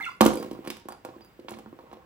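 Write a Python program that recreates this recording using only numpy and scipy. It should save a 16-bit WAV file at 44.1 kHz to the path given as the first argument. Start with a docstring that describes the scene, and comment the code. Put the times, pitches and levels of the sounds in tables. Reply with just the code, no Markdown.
"""A budgie ends a warble amid scrabbling and flings a hollow plastic ball with a bell inside.
The notes are gliding sines with airy hiss; the bell's two modes give faint, flickering tinkles.
The ball lands on the cage tray, bounces and rolls over husks: clicks ring modes of tray, stand,
shell and husks, with grainy bursts, a dying rattle and fine ticks between the bumps.
A small room of decaying noise answers; a close microphone pair hears it a little from the right."""
import sys
import numpy as np
from scipy import signal
from scipy.fft import rfft, irfft, next_fast_len
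from scipy.io import wavfile

SR = 44100
rng = np.random.default_rng(int(sys.argv[2]) if len(sys.argv) > 2 else 0)


def boost(x):
    """Linear amplitude factor 10**(x/20) for a level x in decibels (scalar or array-like)."""
    u = np.asarray(x, float) / 20
    return 10 ** u


def put_to_file(sound):
    """Save the sound as 16-bit audio at rate SR, in the file named by the first command-line argument."""
    columns = np.atleast_2d(sound).T  # one column per channel
    safe = np.clip(columns, -1, 1)
    whole_steps = np.round(safe * 32767)
    wavfile.write(sys.argv[1], SR, whole_steps.astype(np.int16))


N = 90405

# Low modes of the tray. Each row: frequency in Hz, relative level in dB, t60 in seconds.
TRAY_LOW_MODES = [(217, -15, 0.14), (297, -17, 0.1), (335, -17, 0.093), (355, -13, 0.14), (330, -3, 0.012),
                  (411, -27, 0.04), (474, -19, 0.11), (513, -17, 0.15), (609, -24, 0.06)]
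# Upper modes of the tray. Each row: frequency in Hz, relative level in dB, t60 in seconds.
TRAY_HIGH_MODES = [(743, -19, 0.06), (780, -16, 0.07), (803, -12, 0.09), (943, -12, 0.07),
                   (1010, -12, 0.04), (1078, -11, 0.09), (1250, -18, 0.05), (1380, -17, 0.04),
                   (1650, -18, 0.02)]
# Modes of the ball's shell. Each row: frequency in Hz, relative level in dB, t60 in seconds when struck.
SHELL_MODES = [(1750, -9, 0.01), (2350, -1, 0.011), (2850, -4, 0.008), (3350, -6, 0.009),
               (5160, -15, 0.012)]
# Modes of the dry husks. Each row: frequency in Hz, relative level in dB, t60 in seconds when struck.
HUSK_MODES = [(7300, -13, .006), (8100, -11, .008), (10800, -12, .006), (12000, -12, .006),
              (14600, -4, .006), (15600, -3, .005)]


def at_hz(points, hz):
    """Read a spectrum on a log-frequency axis."""
    point_hz, value = np.transpose(points)
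    return np.interp(np.log(np.maximum(hz, 1)), np.log(point_hz), value)


def rms_one(x):
    """Scale to unit rms."""
    return x / np.sqrt(np.mean(x ** 2) + 1e-20)


def band(x, low_hz, high_hz):
    """Band-pass."""
    return signal.sosfilt(signal.butter(2, [low_hz, high_hz], "band", fs=SR, output="sos"), x)


def steep(x, low_hz, high_hz):
    """Band-pass with steep skirts."""
    return band(band(x, low_hz, high_hz), low_hz, high_hz)


def waver(depth_db, rate_hz):
    """A gain that wanders at random: low-passed noise, in dB, of the given rms depth."""
    r = np.exp(-2 * np.pi * rate_hz / SR)
    drift = signal.lfilter([1], [1, -2 * r, r * r], rng.standard_normal(N + 4000))
    return boost(depth_db * rms_one(drift[4000:]))


def clicks(s, gains):
    """An impulse train over a tiny offset."""
    out = np.full(N, 1e-18)
    np.add.at(out, np.clip((np.asarray(s) * SR).astype(int), 0, N - 1), gains)
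    return out


def grains(rate, size_db):
    """Random clicks, so many per second, of uneven size and sign."""
    happens = rng.random(N) < rate / SR
    size = boost(size_db * np.minimum(rng.exponential(1, N), 4))
    return happens * size * rng.choice([-1, 1], N) + 1e-18


def ring(x, hz, t60):
    """A two-pole resonator: a unit click sets a dying sine of about unit height ringing."""
    r, w = boost(-60 / (t60 * SR)), 2 * np.pi * hz / SR
    return signal.lfilter([0, np.sin(w)], [1, -2 * r * np.cos(w), r * r], x)


def strike(s, db, modes, spread_db, tilt_db=0):
    """Every blow rings every mode, each with a strength of its own; the surface first moves away."""
    luck = rng.standard_normal((len(s), len(modes)))
    out = np.zeros(N)
    for k, (hz, level, t60) in enumerate(modes):
        strength_db = db + level + spread_db * luck[:, k] + tilt_db * np.log2(hz / 350)
        out += ring(clicks(s, -boost(strength_db)), hz, t60)
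    return out


def burst(s, db, low_hz, high_hz, t60, rate):
    """Grainy noise that dies away after each blow."""
    decay = signal.lfilter([1], [1, -boost(-60 / (t60 * SR))], clicks(s, boost(db)))
    return steep(rms_one(grains(rate, 4.9)) * decay, low_hz, high_hz)


def stereo_bands(shape):
    """Half-octave bands of stereo noise, the last one narrower, each shaped by shape(Hz)."""
    # Likeness of left and right. Each row: frequency in Hz, correlation (1 = identical).
    likeness = [(100, 0.85), (300, 0.8), (600, 0.5), (1100, 0.05), (3000, 0.07), (12000, 0.1)]
    edges = np.append(22 * 2 ** np.arange(0, 10, .5), 19000)
    white = rng.standard_normal((2, 2, N))
    out = 0
    for k, (low, high) in enumerate(zip(edges[:-1], edges[1:])):
        mid, side = band(white[k % 2], low, high)  # neighbouring bands use separate noise
        hz = np.sqrt(low * high)
        alike = at_hz(likeness, hz)
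        pair = np.sqrt(1 + alike) * mid + np.sqrt(1 - alike) * side * [[1], [-1]]
        out = out + shape(hz) * pair
    return out


def room_tone():
    """Steady stereo noise with a spectrum that falls towards the treble."""
    # Spectrum of the tone. Each row: frequency in Hz, relative level per Hz in dB.
    spectrum = [(15, -40), (40, 0.5), (161, -1), (229, -1.5), (591, -9), (2110, -14.5), (2760, -25),
                (3720, -26.5), (16000, -42)]
    return boost(-56) * rms_one(stereo_bands(lambda hz: boost(at_hz(spectrum, hz))))


def warble():
    """Short gliding whistles with faint overtones and an unsteady level."""
    # Notes of the warble. Each row: start in seconds, length in seconds, first pitch in Hz,
    # last pitch in Hz, relative level in dB.
    notes = [(0.0, 0.0068, 1659, 1640, -32.5), (0.0, 0.026, 1220, 1348, -38),
             (.008, 0.023, 2112, 2081, -25), (0.019, 0.027, 2085, 2040, -31),
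             (0.026, 0.029, 3560, 3385, -42), (0.044, 0.011, 2860, 2530, -32),
             (0.051, 0.016, 2354, 2083, -32.5), (0.058, 0.015, 2530, 2656, -37),
             (0.062, 0.0231, 1420, 1338, -29), (0.076, 0.016, 2893, 2700, -42.5),
             (0.084, 0.014, 982, 1100, -32), (.086, 0.0098, 2060, 2055, -37),
             (0.112, 0.015, 1130, 1110, -41)]
    # Overtones from the second harmonic up. Each entry: level against the fundamental in dB.
    overtone_db = [-31, -33, -35, -38]
    edge_s = 0.0019  # fade at both ends of a note
    flutter = [waver(5, 60) for _ in overtone_db]
    out, t = np.zeros(N), np.arange(N) / SR
    for s, length, hz0, hz1, db in notes:
        u = np.clip((t - s) / length, 0, 1)
        phase = 2 * np.pi * np.cumsum(hz0 + (hz1 - hz0) * u) / SR
        tone = np.sin(phase)
        for k, level in enumerate(overtone_db):
            tone += boost(level) * flutter[k] * np.sin((k + 2) * phase)
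        fade = np.clip(np.minimum(u, 1 - u) * length / edge_s, 0, 1)
        out += boost(db) * np.sin(np.pi / 2 * fade) * tone
    return out * waver(2.0, 160)


def breath():
    """Air hissing through the bird's throat: wavering band-passed noise."""
    # Airy hiss in the warble. Each row: time in seconds, relative level in dB.
    hiss_level = [(.0, -70), (.04, -70), (.052, -63), (.095, -64), (.12, -74), (.2, -90)]
    s, db = np.transpose(hiss_level)
    level = boost(np.interp(np.arange(N) / SR, s, db, right=-120))
    hiss = rms_one(band(rng.standard_normal(N), 4000, 9500))
    return level * hiss * waver(6.5, 120)


def rolling():
    """Small ticks shake the tray while husks rustle under claws and ball."""
    # Scrabbling and rolling. Each row: time in seconds, tray rumble in relative dB,
    # husk rustle in relative dB.
    motion = [(0.0, -35.5, -66), (0.14, -71, -79), (0.258, -92, -124), (0.379, -32.5, -68),
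              (0.49, -45, -77.5), (0.632, -46.5, -77), (0.72, -51, -76), (0.869, -60, -94),
              (1.07, -59, -82), (1.161, -45.5, -80.5), (1.46, -86, -83.5), (1.6, -50.5, -83),
              (1.79, -59, -82.5), (1.95, -48.5, -83.5), (2.05, -54, -86)]
    rumble_gain_db, rustle_gain_db = -4, 16.5
    s, rumble, rustle = np.transpose(motion)
    t = np.arange(N) / SR
    tray = sum(boost(db) * ring(grains(250, 10.0), hz, t60)
               for hz, db, t60 in TRAY_LOW_MODES + TRAY_HIGH_MODES)
    tray = rms_one(band(tray, 125.72, 2300))
    # in the rustle every shell and husk mode is damped to a t60 of 2 ms
    husks = rms_one(sum(boost(db) * ring(grains(2800, 3.5), hz, 0.002)
                        for hz, db, _ in SHELL_MODES + HUSK_MODES))
    rumble_level = boost(np.interp(t, s, rumble) + rumble_gain_db)
    rustle_level = boost(np.interp(t, s, rustle) + rustle_gain_db)
    return rumble_level * tray + rustle_level * husks


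def bell():
    """Faint, flickering tinkles from inside the ball: each touch rings two modes."""
    # Touches of the clapper. Each row: time in seconds, low mode in relative dB,
    # high mode in relative dB.
    touches = [(.1, -48, -85), (.165, -83, -60.5), (.335, -62, -39.5), (0.37, -38, -66), (.40, -58, -60),
               (.44, -57, -64), (.535, -58, -82), (.675, -45, -70), (.705, -57, -74), (0.907, -42, -64),
               (0.926, -48.5, -56), (1.214, -49.5, -92), (1.257, -57, -58.5), (1.526, -84, -52.5)]
    # Modes of the bell. Each row: frequency in Hz, relative level in dB, t60 in seconds.
    bell_modes = [(4810, -5, .2), (10850, 0, .09)]
    s, *levels = np.transpose(touches)
    out = np.zeros(N)
    for db, mode in zip(levels, bell_modes):
        tone = band(strike(s, db, [mode], 0.54), mode[0] * .95, mode[0] * 1.05)
        out += tone * waver(4, 68)
    return out


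def bumps():
    """Each bump rings tray, stand, shell and husks, with short rough bursts and a dying rattle."""
    # Bumps of the ball on the tray. Each row: time in seconds, then relative dB of the thud,
    # the knock, the shell clack and the husk crackle.
    blows = [(0.2082, -1.5, -4.5, -15.5, -17.5), (0.2117, -7, -9.5, -19.5, -16),
             (0.23, -61, -16.5, -96, -55), (0.251, -22, -40, -30, -21), (0.2594, -3.5, -11.5, -28, -52),
             (0.2635, -12, -18.5, -24, -18.5), (0.286, -27, -24, -44, -45), (0.305, -21, -20, -50, -55),
             (0.334, -19.5, -35.0, -44, -38), (0.355, -22, -28.5, -55, -36),
             (0.373, -20.5, -53, -39.5, -35.5), (0.399, -20, -46, -62, -40),
             (0.427, -29, -33.5, -38.5, -37.5), (0.445, -24.5, -48, -48, -53),
             (0.461, -24.5, -53, -48, -59), (0.484, -33, -56, -57, -59.0), (0.512, -20.5, -33, -41.5, -43),
             (0.53, -31, -60, -57, -50), (0.55, -33, -38.5, -62, -64), (0.589, -26.5, -51, -61.0, -75),
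             (0.645, -33, -55, -48, -77), (0.65, -65, -37, -49, -53), (0.662, -32, -35, -48, -52),
             (0.674, -21.5, -32.5, -33, -34), (0.702, -29.5, -38, -28, -31), (0.721, -54, -39.5, -69, -70),
             (0.769, -39.5, -44, -44, -44), (0.797, -53, -73, -50, -53), (0.855, -34.5, -49.5, -54, -59),
             (0.886, -32, -28, -41.5, -35), (0.905, -37.5, -34, -53, -62.5), (0.922, -40, -35, -45, -41.5),
             (1.049, -29, -29, -41, -39), (1.088, -32, -38, -51.5, -79), (1.163, -33.5, -76, -63, -84),
             (1.208, -39.5, -45.5, -53, -60), (1.247, -44.5, -49.5, -60, -52), (1.391, -32, -50, -65, -69),
             (1.397, -67, -54.0, -55, -61), (1.446, -35, -64, -75, -67), (1.484, -34, -30.5, -35, -62),
             (1.493, -33, -52, -46, -41.5), (1.507, -33, -45, -60, -39.5), (1.516, -27.5, -35, -55, -73),
             (1.521, -53, -46, -46, -44), (1.539, -63, -48, -45.5, -70), (1.547, -39.5, -47, -54, -63),
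             (1.57, -33, -43, -63, -57), (1.587, -37.5, -40, -46, -48), (1.591, -33.5, -53, -55, -58),
             (1.66, -38, -39.5, -63, -76), (1.727, -31, -49, -84, -68), (1.789, -38, -38, -56.5, -76),
             (1.808, -65, -49, -59, -73), (1.838, -39, -60, -73, -74), (1.872, -58, -55, -70, -76.5),
             (1.895, -45.5, -66, -68, -79), (1.914, -41, -42.5, -54.5, -83),
             (1.929, -40.5, -34, -45, -51.5), (1.97, -43, -46.5, -61, -73.0)]
    # Where the ball is on the tray favours high or low modes. Each row: time in seconds,
    # tilt in dB per octave about 350 Hz.
    place = [(.2, -6), (.35, 9.5), (.55, -1), (.7, -3), (.9, -1), (1.05, 22), (1.2, -4), (1.39, 10),
             (1.445, 18), (1.52, -6), (1.66, -17.5), (1.73, 5), (1.84, 22), (2.0, 10)]
    # Deep modes of the cage stand, shaken by the thuds. Each row: frequency in Hz,
    # relative level in dB, t60 in seconds.
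    stand_modes = [(58.3, -34.5, 0.306), (114.6, -19.5, 0.064)]
    tray_spread_db, light_spread_db = 3.5, 3
    crack_t60, rattle_t60 = 0.04, 0.13  # seconds
    rattle_rate = 600  # grains per second
    s, thud, knock, clack, crackle = np.transpose(blows)
    tilt = np.interp(s, *np.transpose(place))

    tray = steep(strike(s, thud, TRAY_LOW_MODES, tray_spread_db, tilt), 179.6, 668)
    tray += steep(strike(s, knock, TRAY_HIGH_MODES, tray_spread_db), 400, 2130)
    stand = band(strike(s, thud, stand_modes, tray_spread_db), 51.0, 213)
    shell = steep(strike(s, clack, SHELL_MODES, light_spread_db), 1560, 7000)
    shell += burst(s, clack + 6, 990, 5400, crack_t60, 4400)
    husks = band(strike(s, crackle, HUSK_MODES, light_spread_db), 4600, 16000)
    husks += burst(s, crackle + 1.5, 5260, 14100, crack_t60, 5000)
    # loose bits chatter on after each bump: a low and a high part
    rattle = burst(s, knock + 0.5, 670, 1394, rattle_t60, rattle_rate)
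    rattle += burst(s, clack - 6, 1100, 4580, rattle_t60, rattle_rate)
    return tray + stand + shell + husks + rattle


def direct(x):
    """Level and phase differ between the two microphones, by frequency."""
    # Level of left over right. Each row: frequency in Hz, difference in dB.
    left_minus_right = [(60, -1), (240, -2.3), (480, -2.1), (950, -5), (1890, -4.5), (3770, -5.5),
                        (7520, 0.5), (14000, -4.5)]
    # Phase lead of left over right. Each row: frequency in Hz, lead in radians.
    left_lead = [(60, -0.3), (300, -0.3), (1000, -1.6), (2000, -1.1), (3800, -2.0), (6000, -1.5),
                 (9900, -1.9), (14000, -1.6)]
    size = next_fast_len(N + 512)
    hz = np.arange(size // 2 + 1) * SR / size
    half = boost(at_hz(left_minus_right, hz) / 2) * np.exp(.5j * at_hz(left_lead, hz))
    return irfft(rfft(x, size) * [half, 1 / half], size)[:, :N]


def room(x):
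    """Reverberation: noise dying away band by band, after a short gap."""
    # Decay of the room. Each row: frequency in Hz, t60 in seconds.
    decay_times = [(100, 0.32), (400, 0.21), (1500, 0.28), (5000, 0.41), (14000, 0.21)]
    # Colour of the room. Each row: frequency in Hz, relative level in dB.
    colour = [(100, -1), (400, -0.5), (1500, -4), (5000, -2.5), (14000, -9)]
    t = np.arange(N) / SR - 0.00937  # seconds after the gap

    def decay(hz):
        """Envelope of one band; longer tails start softer."""
        t60 = at_hz(decay_times, hz)
        return (t > 0) * boost(at_hz(colour, hz) - 60 * np.maximum(t, 0) / t60) / np.sqrt(t60)

    tail = stereo_bands(decay)[:, :SR] / np.sqrt(SR / 14)
    return signal.fftconvolve(x[None], tail, axes=1)[:, :N]


def scene():
    """Bird, ball and bell in the room, over the room tone."""
    air = room_tone()
    bird = warble() + breath()
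    ball = rolling() + bell() + bumps()
    reverb = room(boost(-6) * bird + boost(-6.5) * ball)
    reverb = reverb * boost([[-1.2], [1.2]])  # the room, too, leans right
    return direct(bird + ball) + reverb + air


def top_cut(x):
    """Nothing passes above the cut-off."""
    return signal.sosfilt(signal.butter(12, 16620, fs=SR, output="sos"), x)


def record(dry):
    """The microphones lose the deepest bass and the very top; peaks are softly rounded."""
    cut = signal.sosfilt(signal.butter(2, 49.4, "high", fs=SR, output="sos"), dry)
    cut = signal.sosfilt(signal.cheby2(10, 30, 16400, fs=SR, output="sos"), cut)
    mix = 1.243 * np.tanh(cut / 1.784)
    return top_cut(mix)


dry = scene()
out = record(dry)
put_to_file(out)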